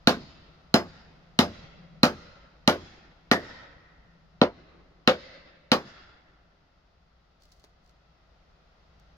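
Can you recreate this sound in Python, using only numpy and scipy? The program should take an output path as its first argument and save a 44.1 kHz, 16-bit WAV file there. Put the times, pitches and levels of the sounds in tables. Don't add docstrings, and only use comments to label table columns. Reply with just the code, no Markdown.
import sys
import numpy as np
from scipy import signal
from scipy.fft import rfft, irfft, next_fast_len
from scipy.io import wavfile
from scipy.ndimage import uniform_filter1d, minimum_filter1d, map_coordinates

SR = 44100
rng = np.random.default_rng(int(sys.argv[2]) if len(sys.argv) > 2 else 0)


def generate_wav(signal):
    frames = np.transpose(np.atleast_2d(signal))
    scaled = np.clip(frames, -1, 1) * 32767
    pcm = np.round(scaled).astype(np.int16)
    wavfile.write(sys.argv[1], SR, pcm)


N = 404382


def amp(db):
    return 10 ** (np.asarray(db) / 20)


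def unit(x):
    return x / np.sqrt(np.mean(x ** 2) + 1e-20)


def along(points, hz):
    point_hz, values = np.transpose(points)
    return np.interp(np.log(hz + 1), np.log(point_hz + 1), values)


def curve(rows):
    return np.interp(np.arange(N) / SR, *np.transpose(rows))


def add(track, start_s, x):
    start = max(round(start_s * SR), 0)
    track[:, start:start + x.shape[-1]] += x[..., :N - start]


def filtered(x, response):
    n = x.shape[-1]
    padded = 2 * next_fast_len(n // 2 + 4096)
    spectrum = rfft(x, padded) * response(np.fft.rfftfreq(padded, 1 / SR))
    return irfft(spectrum, padded)[..., :n]


def causal(db):
    cepstrum = irfft(np.log(amp(db)))
    half = len(cepstrum) // 2
    fold = np.r_[1, np.full(half - 1, 2), 1, np.zeros(half - 1)]
    return np.exp(rfft(cepstrum * fold))


def noise(n, spectrum, alike):
    def mid_side_gains(hz):
        angle = np.arccos(np.clip(along(alike, hz), -1, 1)) / 2
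        return amp(along(spectrum, hz)) * [np.cos(angle), np.sin(angle)]

    mid, side = filtered(rng.standard_normal((2, n)), mid_side_gains)
    return unit(np.array([mid + side, mid - side]))


def dying(x, t60s):
    hz, t, z = signal.stft(x, SR, nperseg=256)
    decay = amp(-60 * t / along(t60s, hz)[:, None])
    return signal.istft(z * decay, SR, nperseg=256)[1][:, :x.shape[-1]]


def patchy(x, patch_db, streak_db):
    z = signal.stft(x, nperseg=1024)[2]
    patches = uniform_filter1d(rng.standard_normal(z.shape[1:]), size=7, axis=0)
    patches = uniform_filter1d(patches, size=5, axis=1)
    streaks = uniform_filter1d(rng.standard_normal((z.shape[1], 1)), size=3, axis=0)
    gain = amp(patch_db * unit(patches) + streak_db * unit(streaks))
    return signal.istft(z * gain, nperseg=1024)[1][:, :x.shape[-1]]


def near_surface(x, reflect=0.26, spacing_hz=665, rough_hz=3000):
    def response(hz):
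        back = reflect * np.exp(-(hz / rough_hz) ** 4)
        return 1 / (1 - back * np.exp(-2j * np.pi * hz / spacing_hz))

    return filtered(x, response)


# frequency in Hz, relative density in dB per Hz.
AIR_SPECTRUM = [(20, -12.5), (53, -0.5), (110, -16), (160, -9), (220, -16.5), (400, -18), (750, -19),
                (1400, -21), (2300, -28), (5000, -30), (6900, -44.5), (8100, -59), (14000, -57.5),
                (16000, -60.5)]
# time in seconds, level in dB before balance and surface.
AIR_LEVEL = [(0, -58.5), (3, -61), (7.1, -64.5), (9.17, -60)]
# frequency in Hz, relative density in dB per Hz.
DRONE_SPECTRUM = [(90, -43.5), (145, 1.5), (170, 8.5), (200, -6.5), (300, -31), (900, -88)]
# time in seconds, level in dB before balance and surface.
DRONE_LEVEL = [(0, -64), (1.1, -62), (1.95, -53), (2.35, -65), (3.8, -70), (4.2, -62), (4.9, -66),
               (6.3, -74.5), (8.7, -80.5), (9.15, -69.5)]
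# frequency in Hz, coherence 0-1.
FAR_COHERENCE = [(100, 1), (500, 0.48), (1200, 0.14), (3000, 0.05)]


def background():
    air = amp(curve(AIR_LEVEL)) * noise(N, AIR_SPECTRUM, FAR_COHERENCE)
    drone = amp(curve(DRONE_LEVEL)) * noise(N, DRONE_SPECTRUM, FAR_COHERENCE)
    balance_db = [[.65], [-.65]]
    return (air + drone) * amp(balance_db)


def ring(modes, t, scatter_db, rise_cycles, phase=0):
    hz, db, t60_s = np.transpose(modes)[:, :, None]
    level_db = db + scatter_db * rng.standard_normal(db.shape)
    rise = 1 - np.exp(-t * hz / rise_cycles)
    decay = 1000. ** (-t / t60_s)
    return np.sum(amp(level_db) * rise * decay * np.sin(2 * np.pi * hz * t + phase), axis=-2)


def shove(t, push_db=1.5, push_hz=222, delay_s=.0023, life_s=.0042, leak_hz=190):
    u = np.maximum(t - delay_s, 0)
    swing = amp(push_db) * np.sin(2 * np.pi * push_hz * u) * np.exp(-u / life_s)
    return filtered(swing, lambda hz: (1j * hz / (leak_hz + 1j * hz)) ** 2)


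def off_ground(x, bounce_db=-15, bounce_delay_s=.0205):
    return filtered(x, lambda hz: 1 + amp(bounce_db) * np.exp(-2j * np.pi * hz * bounce_delay_s))


def blow_tone(weight_db, hardness_db, muffling):
    knock_db = -0.5 - 0.45 * hardness_db + 3 * muffling
    fizz_db = 4 + 0.4 * hardness_db - 14.5 * muffling
    return [(214, weight_db), (600, knock_db), (3900, hardness_db), (9500, fizz_db)]


def coloured(x, weight_db, hardness_db, muffling, lift_hz, lift_db, width=.11):
    tone = blow_tone(weight_db, hardness_db, muffling)

    def response(hz):
        lift = lift_db / (1 + ((hz / lift_hz - 1) / width) ** 2)
        return causal(along(tone, hz) + lift)

    return filtered(x, response)


# frequency in Hz, left over right in dB.
LEFT_OVER_RIGHT = [(100, 0.1), (700, 0.76), (1400, -3), (2500, 4), (3100, 7.5), (4200, -6), (6500, 6),
                   (8200, 9.5), (15000, 3.5)]


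def from_left(x, lead_ms=0.15):
    side = np.array([[.5], [-.5]])

    def response(hz):
        shift = np.exp(2j * np.pi * hz * side * lead_ms / 1000)
        return amp(side * along(LEFT_OVER_RIGHT, hz)) * shift

    return filtered(x, response)


# start in seconds, weight in dB, hardness in dB, muffling 0-1 (how far the head
# lands on the wood and stays there), favoured resonance in Hz, its lift in dB, steel ring in dB, echo in dB;
# dB values are offsets.
HAMMER_BLOWS = [(0.0731, 0, 3, .05, 232, 0, -12.5, -2), (0.7413, -0.5, -1.5, 0.09, 850, 2, 2, -2),
                (1.3900, 0, 1.5, 0.12, 720, 1, -1.5, 0.5), (2.0323, -0.5, 1.5, 0, 1300, 2.5, -6.5, -0.5),
                (2.6767, -1.5, 2, 0.09, 1435, 0, -9.5, 0), (3.3139, -4, -1.5, 0.12, 1895, 8, -15.5, 5),
                (4.4155, -0.5, -3.5, 0.97, 358, 3, -24.5, -5),
                (5.0756, -4.5, 4, 0.5, 522.7, 11.5, -16, 0.5), (5.7175, -5, 1.6, 0.23, 519, 1, -6.5, 0.5)]
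# frequency in Hz, relative level in dB, t60 in seconds.
CONTACT_MODES = [(1420, -10.5, .022), (1870, -17.5, 0.026), (2720, -8.5, 0.0073), (2900, -14, .012),
                 (3870, -11.5, 0.014), (4080, -7, 0.01), (5162, -20, 0.01)]
# frequency in Hz, relative density in dB per Hz.
SNAP_SPECTRUM = [(500, -4), (4500, 2), (6800, -12.5), (8000, -24.5), (11000, -18), (13500, -19),
                 (16000, -31)]
# frequency in Hz, relative level in dB, t60 in seconds.
STEEL_MODES = [(4040, -8, .12), (5088, 0, .17), (6885, -10, .1)]
# frequency in Hz, relative level in dB, t60 in seconds before blow damping.
BOARD_MODES = [(87, -37, .6), (158, -27, .2), (211, -21.5, .23), (246, -25, .22), (288, -28, .22),
               (358, -27, .2), (425, -30, .2), (512, -26, .19), (592, -26, .2), (688, -26, .16),
               (755, -31, .16), (850, -30, .16), (1050, -32, .18), (1210, -31, .17), (1332, -29, .15),
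               (1460, -30, .13)]
# frequency in Hz, relative density in dB per Hz.
PLANK_SPECTRUM = [(30, -42), (70, -23), (110, -22), (160, -5.5), (230, 1), (680, -0.5), (1000, -3.5),
                  (1450, -4), (2400, -12), (5000, -15.5), (6500, -24), (7900, -38), (13500, -34.5),
                  (16000, -41)]
# frequency in Hz, t60 in seconds before blow damping.
PLANK_DECAY = [(80, 0.72), (200, 0.29), (600, 0.21), (1400, 0.19), (4500, .17), (11000, 0.15)]
# frequency in Hz, coherence 0-1.
NEAR_COHERENCE = [(150, 0.93), (700, 0.92), (2000, 0.52), (5000, 0.16), (12000, 0.08)]


def hammering(planks_db=-15.0, steel_db=-26, snap_db=-15, snap_life_s=0.0021, spread_s=0.0038,
              fresh=.6, port_turn_rad=0.28):
    track, t = np.zeros((2, N)), np.arange(SR // 2) / SR
    spread = 1 - np.exp(-t / spread_s)
    board_phase = rng.uniform(0, 2 * np.pi, (len(BOARD_MODES), 1))
    frame = noise(len(t), PLANK_SPECTRUM, NEAR_COHERENCE)
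    for start_s, weight_db, hardness_db, muffling, lift_hz, lift_db, ring_db, _ in HAMMER_BLOWS:
        new_rattle = noise(len(t), PLANK_SPECTRUM, NEAR_COHERENCE)
        rattle = np.sqrt(1 - fresh) * frame + np.sqrt(fresh) * new_rattle
        rattle = dying(patchy(rattle, patch_db=2.0, streak_db=1.5), PLANK_DECAY)
        planks = amp(planks_db) * spread * rattle
        board = ring(BOARD_MODES, t, scatter_db=3.0, rise_cycles=1.0, phase=board_phase)
        damping_db_per_s = -6 + 110 * muffling
        wood = amp(-damping_db_per_s * t) * (board + planks)

        snap = amp(snap_db) * np.exp(-t / snap_life_s) * noise(len(t), SNAP_SPECTRUM, NEAR_COHERENCE)
        turn = port_turn_rad * rng.standard_normal((2, len(CONTACT_MODES), 1))
        contact = ring(CONTACT_MODES, t, scatter_db=2.5, rise_cycles=0.93, phase=turn)
        steel = amp(steel_db + ring_db) * ring(STEEL_MODES, t, scatter_db=0.5, rise_cycles=1.0)

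        blow = off_ground(contact + snap + shove(t)) + wood
        blow = coloured(blow, weight_db, hardness_db, muffling, lift_hz, lift_db)
        add(track, start_s, blow + steel)
    return from_left(track)


# frequency in Hz, relative density in dB per Hz.
FOREST_SPECTRUM = [(50, -2), (170, 1), (330, 4.5), (620, -2), (1350, -1.5), (2050, -2.5), (2500, -5.5),
                   (5000, -1.5), (6000, -11.5), (7000, -15), (7900, -31), (15000, -28)]
# frequency in Hz, t60 in seconds.
FOREST_DECAY = [(150, 2), (600, 1.655), (1800, 1.595), (4500, 1), (7000, 0.77), (11000, 0.42)]


def forest_echo(echo_db=-42.0, build_s=0.15, clump_db=0.9, clumps_per_s=45):
    track, t = np.zeros((2, N)), np.arange(SR * 3 // 2) / SR
    swell = 1 - np.exp(-(t / build_s) ** 2)
    for start_s, *tone, _, blow_echo_db in HAMMER_BLOWS:
        clumps = map_coordinates(rng.standard_normal(256), [t * clumps_per_s], mode="wrap")
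        tail = patchy(noise(len(t), FOREST_SPECTRUM, FAR_COHERENCE), patch_db=1.5, streak_db=2.5)
        tail = coloured(dying(tail, FOREST_DECAY), *tone)
        add(track, start_s, amp(echo_db + blow_echo_db + clump_db * clumps) * swell * tail)
    return track


def fumble(start_s, length_s, attack_s=.015, release_s=.04, sag_db_per_s=18):
    t = np.maximum(np.arange(N) / SR - start_s, 0)
    release = np.exp(-np.maximum(t - length_s, 0) / release_s)
    return (1 - np.exp(-t / attack_s)) * amp(-sag_db_per_s * t) * release


# start in seconds, level in dB before trim, wood tap in dB against the click.
NAIL_CLINKS = [(7.422, -49, -18), (7.4549, -50.5, -9), (7.521, -46.5, -20), (7.526, -48, -20),
               (7.640, -45.5, -2.5), (7.646, -46, -8), (7.894, -53, -15), (8.998, -51.5, -17)]
# frequency in Hz, relative density in dB per Hz.
NAIL_SPECTRUM = [(2500, -7), (4500, 9.5), (7000, -1), (8800, -16), (10500, -7), (13500, -16), (16000, -5)]
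# start in seconds, length in seconds, level in dB before grain.
NAIL_SLIDES = [(7.396, .24, -70.5), (7.817, .08, -77)]


def nails(trim_db=-7, life_s=0.0019, after_db=-20, after_life_s=0.03, tap_life_s=0.013, grain_db=4,
          ticks_per_s=25, tick_db=14, tick_scatter_db=5):
    t = np.arange(SR // 5) / SR

    def click():
        decay = np.exp(-t / life_s) + amp(after_db) * np.exp(-t / after_life_s)
        return decay * noise(len(t), NAIL_SPECTRUM, NEAR_COHERENCE)

    grains = unit(amp(grain_db * unit(uniform_filter1d(rng.standard_normal(N), size=160))))
    slides = sum(amp(db) * fumble(start_s, length_s) for start_s, length_s, db in NAIL_SLIDES)
    track = slides * grains * noise(N, NAIL_SPECTRUM, NEAR_COHERENCE)

    for start_s, db, tap_db in NAIL_CLINKS:
        tap = amp(tap_db) * np.exp(-t / tap_life_s) * noise(len(t), PLANK_SPECTRUM, NEAR_COHERENCE)
        add(track, start_s, amp(db + trim_db) * (click() + tap))

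    tick = click()
    for start_s, length_s, db in NAIL_SLIDES:
        gaps_s = rng.uniform(0, 2, size=24) / ticks_per_s
        sizes = rng.standard_normal(size=24)
        for delay_s, size in zip(np.cumsum(gaps_s), sizes):
            if delay_s < length_s:
                level_db = db + trim_db + tick_db + tick_scatter_db * size
                add(track, start_s + delay_s, amp(level_db) * tick)
    return from_left(track)


def scene():
    far = near_surface(forest_echo() + background())
    return hammering() + nails() + far


def record(dry, ceiling=.96, top_hz=15750):
    needed = np.minimum(1, ceiling / (np.abs(dry).max(axis=0) + 1e-9))
    gain = uniform_filter1d(minimum_filter1d(needed, size=33), size=33)
    return filtered(dry * gain, lambda hz: 1 / np.sqrt(1 + (hz / top_hz) ** 120))


dry = scene()
out = record(dry)
generate_wav(out)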